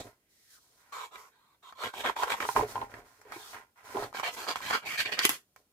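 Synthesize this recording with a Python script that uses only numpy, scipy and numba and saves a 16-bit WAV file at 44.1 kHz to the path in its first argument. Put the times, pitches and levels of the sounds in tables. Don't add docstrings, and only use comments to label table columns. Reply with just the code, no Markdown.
import sys
import numpy as np
from scipy import signal
from scipy.fft import rfft, irfft
from scipy.io import wavfile
from scipy.ndimage import uniform_filter1d
from numba import njit

SR = 44100
rng = np.random.default_rng(int(sys.argv[2]) if len(sys.argv) > 2 else 0)


def waveform_to_disk(signal):
    frames = np.transpose(np.atleast_2d(signal))
    scaled = np.clip(frames, -1, 1) * 32767
    samples = np.round(scaled).astype(np.int16)
    wavfile.write(sys.argv[1], SR, samples)


N = 252252
TIME = np.arange(N) / SR

# start_s, attack_s, length_s, swell_db (over that length), crunch_db,
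# bite_db (edge against crunch), hiss_db (blades), strip_hz (note of the strip)
SQUEEZES = [ (0.0, 0.00051, 0.024, -8, -60, 9, -74, 5700), (0.92, 0.0073, 0.13, 0, -46, -6.5, -56.5, 1050),
            (1.104, 0.015, 0.049, 13, -57, -7.5, -67.5, 1130),
            (1.164, 0.016, 0.12, -13, -58, -17, -63, 2220),
            (1.299, 0.031, 0.25, -1, -72.5, -6.5, -106, 3950),
            (1.622, 0.01, 0.075, 6.5, -58.5, -4, -69.5, 1180),
            (1.747, 0.006, 0.071, 26, -55, -5.5, -66.5, 1140),
            (1.795, 0.049, 0.081, -5.5, -37, -10, -50, 1350),
            (1.921, 0.024, 0.09, 13, -47.5, -7.5, -54.5, 1820),
            (2.031, 0.019, 0.059, 0, -32.5, -16.5, -49.5, 1820),
            (2.154, 0.016, 0.062, 5.5, -38.5, -14, -50.5, 945),
            (2.203, 0.0093, 0.031, 7, -35, -22, -48.5, 1030),
            (2.258, 0.015, 0.026, 3, -38.5, -27, -52.5, 416), (2.293, 0.01, 0.036, -1, -35, -6, -44, 2210),
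            (2.355, 0.014, 0.028, 3, -46.5, -26, -55, 980), (2.399, 0.003, 0.053, -2, -38, -19, -49, 1160),
            (3.321, 0.0035, 0.054, -8, -50.5, -8.5, -68, 2135),
            (3.379, 0.019, 0.16, -6, -59, -2, -72, 3320), (3.977, 0.015, 0.066, 10.5, -47, -9, -62, 716),
            (4.134, 0.019, 0.061, 1.5, -45, -3, -51.5, 1440), (4.225, 0.014, 0.061, 0, -38, -3, -48.5, 666),
            (4.3, 0.008, 0.044, 13, -57.5, -3, -53.5, 2030),
            (4.361, 0.013, 0.092, -3.5, -45.5, -4.5, -49.5, 680),
            (4.47, 0.017, 0.047, -4, -36.5, -1.5, -46, 1800),
            (4.556, 0.0023, 0.042, -9, -49.5, -6.5, -52, 2550),
            (4.61, 0.0076, 0.1, 8, -43.5, -4, -49, 1910), (4.692, 0.0084, 0.03, 4.5, -36.5, -9.5, -50, 290),
            (4.72, 0.011, 0.035, 0.5, -30.5, -7, -44, 1660),
            (4.811, 0.017, 0.063, 8, -49.5, -21, -66, 1500),
            (4.849, 0.018, 0.11, -0.5, -41, -5, -48.5, 2460), (4.968, 0.013, 0.037, 10, -38, 3, -44, 1720),
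            (5.046, 0.015, 0.01, 2.5, -33.5, -4.5, -51.5, 2470),
            (5.062, 0.008, 0.038, 2.5, -42.5, -26, -57, 1650),
            (5.114, 0.01, 0.022, -2.5, -36.5, -2, -48, 2800), (5.161, 0.022, 0.05, 7, -37, -21, -54, 1360),
            (5.204, 0.04, 0.053, 4.5, -39.5, 6, -37.5, 2800),
            (5.3, 0.023, 0.045, 14.5, -60, 4, -54.5, 2050)]
# start_s, length_s, swell_db (over that length), flex_db, rub_db, swish_db
SLIDES = [ (0.0, 0.021, -35, -36, -73, -44.5), (0.014, 0.056, 8.5, -60.5, -62, -68),
          (0.28, 0.21, 6, -107, -99, -70.5), (0.489, 0.069, 2.5, -101, -105, -62.5),
          (0.598, 0.21, 1, -81, -80, -72), (0.766, 0.24, 15, -100, -69, -75),
          (2.446, 0.078, -1, -57, -49, -45.5), (2.55, 0.064, -11, -32.5, -37, -44.5),
          (2.662, 0.054, 6, -55.5, -55, -53), (2.734, 0.098, 3, -48, -54, -63.5),
          (2.882, 0.11, 3.5, -54.5, -57, -67), (3.038, 0.18, -4.5, -71, -69, -70),
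          (3.212, 0.1, 21, -70, -65.5, -76.5), (3.312, 0.21, 3, -72, -63.5, -56),
          (3.52, 0.091, -14, -58.5, -50, -64.5), (3.754, 0.086, -5, -84, -61.5, -72),
          (3.831, 0.11, 6.5, -59, -52.5, -58.5), (3.944, 0.093, 4.5, -47.5, -54, -55),
          (5.562, 0.0098, -12.5, -58.5, -64, -61.5)]
# time_s, pitch_hz, level_db
HAND_GAP = [(0.12, 2000, -94), (0.3, 2000, -83.5), (0.43, 1970, -79), (0.53, 1700, -70), (0.585, 1310, -70),
            (0.62, 1150, -100)]
# start_s, level_db, treble_db (against the middle), pitch_hz
SNAPS = [(0.925, -57, -7, 970), (1.157, -45, -22, 2160), (1.724, -47.5, -22, 1160), (1.836, -33, -26, 1350),
         (1.939, -37, -24, 850), (2.052, -30, -23, 1510), (2.061, -29, -24, 2070), (2.097, -26, -25, 940),
         (2.164, -35, -24, 1010), (2.226, -29, -31, 950), (2.234, -27, -21, 1340), (2.302, -31, -20, 2270),
         (2.321, -25.5, -30, 2270), (2.34, -30, -36, 1005), (2.404, -29, -35, 2220),
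         (2.426, -31, -27, 2270), (2.452, -32.5, -26, 960), (2.94, -40, -31, 1700),
         (3.215, -53.5, -7, 1710), (3.321, -37, -15, 1480), (4.128, -44, -16, 1150),
         (4.147, -38, -30, 1120), (4.198, -31.5, -17, 990), (4.232, -33, -35, 1030),
         (4.468, -36.5, -28, 1280), (4.5578, -29.5, -17, 2500), (4.6046, -40, -20, 950),
         (4.708, -30, -24, 1010), (5.245, -30.5, -20.5, 2790), (5.562, -51.5, -6, 2600)]
# start_s, level_db, centre_hz (of the blow), chatter_t60_s
BUMPS = [(2.489, -25, 1060, 0.012), (2.563, -19, 1100, 0.059), (2.573, -31.5, 350, 0.06),
         (2.593, -23.5, 720, 0.035), (2.61, -26, 754, 0.027), (2.622, -29.5, 450, 0.077),
         (2.633, -29.5, 610, 0.023), (2.756, -30, 870, 0.05), (2.778, -33, 980, 0.03),
         (2.815, -34, 800, 0.087), (3.253, -52, 450, 0.6), (3.362, -42, 323, 0.1),
         (3.945, -31.5, 350, 0.16), (3.956, -34, 347, 0.03), (3.969, -31.5, 546, 0.17),
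         (4.024, -32.5, 576, 0.04)]
# start_s, level_db, scrape_t60_s, steel_db (against card), card_pitch_hz
CLACKS = [(5.191, -22, 0.039, -13, 5000), (5.252, -16, 0.034, 20, 3350), (5.2929, -22.5, 0.17, 10, 2080)]

# frequency_hz, level_db
EDGE_SPECTRUM = [(60, -40), (200, -21.5), (430, 0), (570, -3.5), (800, 1), (980, 11), (1400, 2),
                 (2200, -4.5), (2900, -15.5), (3850, -5.5), (4800, -27), (7800, -10), (10000, -99)]
SHEET_SPECTRUM = [(35, -68), (60, -15.5), (167, -25), (411, -11), (500, -10.5), (780, -10.5), (971, -4.5),
                  (1200, -11.5), (2250, -14.5), (2760, -14.5), (3670, -10.5), (5000, -26.5), (8000, -17.5),
                  (10400, -69), (17600, -120)]
CORNER_SPECTRUM = [(35, -31.5), (60, -12), (167, -20.5), (213, -6.5), (251, -17), (290, -9.5), (559, -6.5),
                   (991, -1), (1590, -5.5), (1690, -6.5), (8000, -29.5), (10400, -72.5), (17600, -120)]
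NECK_SPECTRUM = [(65, -24.5), (110, -12.5), (247, -10.5), (353, -9), (820, -8), (1710, -0.5), (3380, -6),
                 (3970, -9.5), (4670, -12), (8000, -21), (10400, -57), (17600, -120)]
STAGE_S = [1.598, 1.95, 4.398, 4.949]

# centre_hz, width_hz, lift_db
CARD_MODES = [(420, 38, 5.5), (2278, 86, 4), (3310, 57, 4), (4610, 540, 9)]
TABLE_MODES = [(115.8, 15, 13.5), (426, 35, 12.5), (809, 8.2, 9), (941, 30, 8.5), (1021, 42, 9),
               (1414, 30, 7.5), (2203, 62, 2)]
STEEL_MODES = [(2000, 60, 7), (2700, 200, 6), (3400, 120, 8), (7500, 150, 5), (10050, 25, 12),
               (10960, 160, 6), (12680, 120, 5)]

# frequency_hz, level_db
HISS_SPECTRUM = [(3000, -4), (5500, 5), (7500, 3.5), (9200, -3.5), (11000, -1), (13500, -1.5), (16000, -12)]
FLEX_SPECTRUM = [(22, 1.5), (45, -1.5), (75, -6), (110, -6.5), (170, -15.5), (240, -1.5), (430, -7),
                 (700, 0), (1500, -54.5)]
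RUB_SPECTRUM = [(300, -12), (600, 13), (1000, 15), (2000, 17.5), (3500, 1), (6000, -44.5)]
SWISH_SPECTRUM = [(1500, -23.5), (3200, -3), (3950, 2), (4400, 2), (5700, 2.5), (9000, -1), (13000, -4),
                  (16000, -7.5)]
BLOW_SPECTRUM = [(25, -16), (50, -5), (110, 5), (230, 1), (400, 4), (550, -3), (750, 4), (1020, 4.5),
                 (1200, -4), (2000, -1), (4000, -3), (15000, -38.5)]
CLACK_SPECTRUM = [(60, -15.5), (400, 7), (580, -9.5), (1000, 1), (3000, -1), (5200, -2.5), (7000, -3.5),
                  (9000, -4.5), (11000, -2), (16000, -10.5)]
AIR_SPECTRUM = [(25, -10), (70, -4), (200, -6.5), (400, -7), (1000, -20), (4000, -21), (16000, -21)]
# frequency_hz, difference_db
STEREO_LEAN = [(100, 0), (350, -0.5), (700, -2), (2000, -2), (4400, -4), (7500, -2), (10500, 1),
               (15000, 0.5)]

AIR_DB = -76
SLIDE_ATTACK_S, SLIDE_RELEASE_DB_PER_S = 0.027, 259
CRUNCH_RELEASE_DB_PER_S, HISS_RELEASE_DB_PER_S = 528.5, 380.5
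SLIP_HZ, SLIP_JITTER = 215, .3
STRIP_DB, STRIP_Q = 5, 18.5
STRIP_WANDER, STRIP_HOP_S = .09, .011
CRUNCH_BITE_SPLIT_HZ = 2500
SNAP_Q, SNAP_LIFT_DB = 2.9, 14
LEFT_LEAD_S = 70e-6
BASS_WIDTH = .17
TOP_HZ = 15400


def undb(db):
    return 10 ** (np.asarray(db) / 20)


def unit(x):
    return x / np.sqrt(np.mean(x ** 2))


def running_rms(x, seconds):
    power = uniform_filter1d(x ** 2, max(int(seconds * SR), 1))
    return np.sqrt(np.abs(power) + 1e-18)


def colour(x, points, modes=(), size=8192):
    hz = np.maximum(np.arange(size // 2 + 1) * SR / size, 1)
    points = np.array(points, float)
    db = np.interp(np.log(hz), np.log(points[:, 0]), points[:, 1])
    for centre, width, lift in modes:
        detuning = 2 * (hz - centre) / width
        db = db + 10 * np.log10(1 + (undb(abs(lift)) ** 2 - 1) / (1 + detuning ** 2))
    cepstrum = irfft(np.log(undb(db)))
    cepstrum[1:size // 2] *= 2
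    cepstrum[size // 2 + 1:] = 0
    response = irfft(np.exp(rfft(cepstrum)))
    return np.apply_along_axis(lambda row: signal.oaconvolve(row, response)[:len(row)], -1, x)


@njit
def resonate(x, hz, q):
    y = np.empty_like(x)
    for c in range(len(x)):
        band, low = 0., 0.
        for i in range(len(hz)):
            g = np.tan(np.pi * hz[i] / SR)
            v = (band + g * (x[c, i] - low)) / (1 + g * (g + 1 / q))
            band, low, y[c, i] = 2 * v - band, low + 2 * g * v, v / q
    return y


def spread(x):
    return np.array([x, x * rng.choice([-1, 1], len(x))])


def burst(t60, size=22050):
    decay = np.exp(-np.log(1000) * np.arange(size) / SR / max(t60, 1 / 1000))
    x = rng.standard_normal(size) * decay
    return x / np.linalg.norm(x)


def blow(crack_t60, chatter_t60, chatter_db):
    return spread(burst(crack_t60) + undb(chatter_db) * burst(chatter_t60))


def add(out, start_s, sound, level_db):
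    start = int(start_s * SR)
    sound = sound / running_rms(np.pad(sound[0], 200), .003).max()
    out[:, start:start + sound.shape[1]] += undb(level_db) * sound[:, :N - start]


def grains(rate, spread_db):
    present = rng.random(N) < rate / SR
    polarity = rng.choice([-1, 1], N)
    size = undb(spread_db * np.clip(rng.standard_normal(N), -2, 2))
    return unit(present * polarity * size)


def stroke(start_s, length_s, swell_db, attack_s, release_db_per_s):
    t = np.maximum(TIME - start_s, 0)
    held_db = swell_db * (np.minimum(t / length_s, 1) - .5)
    release_db = release_db_per_s * np.clip(t - length_s, 0, 1)
    return np.minimum(t / attack_s, 1) * undb(held_db - release_db)


def ringing(hz):
    return CARD_MODES + [(hz, hz / SNAP_Q, SNAP_LIFT_DB)]


def room_air():
    return undb(AIR_DB) * unit(colour(spread(rng.standard_normal(N)), AIR_SPECTRUM))


def room(x, side_db, side_hz, tail_db, t60):
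    mid, side = x
    radiated = signal.lfilter(*signal.butter(2, 600, "highpass", fs=SR), mid)
    tail_mid, tail_side = (undb(tail_db) * signal.fftconvolve(radiated, burst(t60))[:N] for _ in range(2))
    wide = undb(side_db) * side + tail_side
    wide = signal.lfilter(*signal.butter(2, side_hz, "highpass", fs=SR), wide)
    side = BASS_WIDTH * side + wide
    left, right = (
        colour(mid + tail_mid + sign * side, [(hz, sign * db / 2) for hz, db in STEREO_LEAN])
        for sign in (1, -1))
    late_right = np.pad(right, (int(LEFT_LEAD_S * SR), 0))[:N]
    return np.array([left, late_right])


def sweep():
    s, hz, db = np.transpose(HAND_GAP)
    note = resonate(spread(rng.standard_normal(N)), np.interp(TIME, s, hz), 6.6)
    level = undb(np.interp(TIME, s, db, left=-np.inf, right=-np.inf))
    return unit(note) * level


def sliding():
    flex = unit(colour(spread(grains(rate=1400, spread_db=11.5)), FLEX_SPECTRUM, TABLE_MODES[:2]))
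    rub = unit(colour(spread(grains(rate=830, spread_db=0.5)), RUB_SPECTRUM, TABLE_MODES))
    swish = unit(colour(spread(grains(rate=9000, spread_db=2)), SWISH_SPECTRUM))
    out = np.zeros((2, N))
    for start_s, length_s, swell_db, flex_db, rub_db, swish_db in SLIDES:
        speed = stroke(start_s, length_s, swell_db, SLIDE_ATTACK_S, SLIDE_RELEASE_DB_PER_S)
        out += speed * (undb(flex_db) * flex + undb(rub_db) * rub + undb(swish_db) * swish)
    return out


def bumps():
    out = np.zeros((2, N))
    for start_s, level_db, centre_hz, chatter_t60_s in BUMPS:
        band = [centre_hz / 1.13, min(centre_hz * 1.22, SR / 3)]
        contact = signal.butter(1, band, "bandpass", fs=SR)
        push = blow(crack_t60=.002, chatter_t60=chatter_t60_s, chatter_db=1)
        hit = colour(signal.lfilter(*contact, push), BLOW_SPECTRUM, TABLE_MODES)
        add(out, start_s, hit, level_db)
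    return out


def snaps():
    out = np.zeros((2, N))
    for start_s, level_db, treble_db, pitch_hz in SNAPS:
        push = blow(crack_t60=.008, chatter_t60=.05, chatter_db=-4)
        middle = unit(colour(push, CORNER_SPECTRUM, ringing(pitch_hz)))
        treble = unit(colour(push, HISS_SPECTRUM))
        add(out, start_s, middle + undb(treble_db) * treble, level_db)
    return out


def clacks():
    out = np.zeros((2, N))
    for start_s, level_db, scrape_t60_s, steel_db, pitch_hz in CLACKS:
        push = blow(crack_t60=.005, chatter_t60=scrape_t60_s, chatter_db=-1)
        card = unit(colour(push, NECK_SPECTRUM, ringing(pitch_hz)))
        steel = unit(colour(push, CLACK_SPECTRUM, STEEL_MODES))
        add(out, start_s, card + undb(steel_db) * steel, level_db)
    return out


def slips(rate, jitter, spread_db, count=4000):
    chance = rng.standard_normal((count, 2))
    at = (np.cumsum(np.exp(jitter * chance[:, 0])) * SR / rate).astype(int)
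    inside = at < N
    x = np.zeros(N)
    x[at[inside]] = undb(spread_db * np.clip(chance[inside, 1], -2, 2))
    return unit(x)


def travel(x, path_s, t60):
    hop = int(path_s * SR)
    window = signal.windows.hann(2 * hop, sym=False)
    out = np.zeros((2, 2 * N))
    for start in range(0, N - 2 * hop, hop):
        echoes = signal.fftconvolve(x[:, start:start + 2 * hop] * window, burst(t60, size=1024)[None])
        out[:, start:start + echoes.shape[1]] += echoes
    return out[:, :N]


def wander(hop_s):
    return rng.standard_normal(N)[(TIME / hop_s).astype(int)]


def squeezing():
    gains = np.zeros((3, N))
    note = np.full(N, 1000.)
    for start_s, attack_s, length_s, swell_db, crunch_db, bite_db, hiss_db, strip_hz in SQUEEZES:
        pressure = undb(crunch_db) * stroke(start_s, length_s, swell_db, attack_s, CRUNCH_RELEASE_DB_PER_S)
        glide = undb(hiss_db) * stroke(start_s, length_s, swell_db, attack_s, HISS_RELEASE_DB_PER_S)
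        note = np.where(pressure > gains[0], strip_hz, note)
        gains = np.maximum(gains, [pressure, undb(bite_db) * pressure, glide])
    return gains, note


def card_ring(force, note):
    shapes = (EDGE_SPECTRUM, SHEET_SPECTRUM, CORNER_SPECTRUM, NECK_SPECTRUM)
    shares = [np.interp(TIME, STAGE_S, stage) for stage in np.eye(len(STAGE_S))]
    ring = sum(share * unit(colour(force, shape, CARD_MODES)) for share, shape in zip(shares, shapes))
    strip_hz = note * np.exp(STRIP_WANDER * wander(STRIP_HOP_S))
    return ring + undb(STRIP_DB) * resonate(ring, strip_hz, float(STRIP_Q))


def cutting():
    (crunch_gain, bite_gain, hiss_gain), note = squeezing()
    jumps = slips(rate=SLIP_HZ, jitter=SLIP_JITTER, spread_db=1.5)
    shower = unit(signal.lfilter([1], [1, -np.exp(-1 / (SR * .004))], jumps))
    fibres = unit(shower * grains(rate=7700, spread_db=4))
    friction = rng.standard_normal(N)

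    depth = np.interp(TIME, STAGE_S[:2], [.35, 1])
    force = spread(depth * (undb(-6) * jumps + fibres) + undb(-5) * friction)
    force = force + undb(-2) * travel(force, path_s=.06, t60=.016)
    ring = card_ring(force, note)

    card = 0
    for kind, gain in (("lowpass", crunch_gain), ("highpass", bite_gain)):
        part = signal.lfilter(*signal.butter(4, CRUNCH_BITE_SPLIT_HZ, kind, fs=SR), ring)
        card = card + gain * part / running_rms(part[0], .027)
    edges = spread(undb(-24.5) * jumps + undb(-6) * fibres + friction)
    return card + hiss_gain * unit(colour(edges, HISS_SPECTRUM))


def scene():
    work = sweep() + sliding() + bumps() + snaps() + clacks() + cutting()
    return room(work + room_air(), side_db=-4.5, side_hz=746, tail_db=-7.0, t60=0.082)


def record(dry):
    dry = signal.sosfilt(signal.butter(4, 33, "highpass", fs=SR, output="sos"), dry)
    return signal.sosfilt(signal.ellip(8, .2, 80, TOP_HZ, fs=SR, output="sos"), dry)


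dry = scene()
out = record(dry)
waveform_to_disk(out)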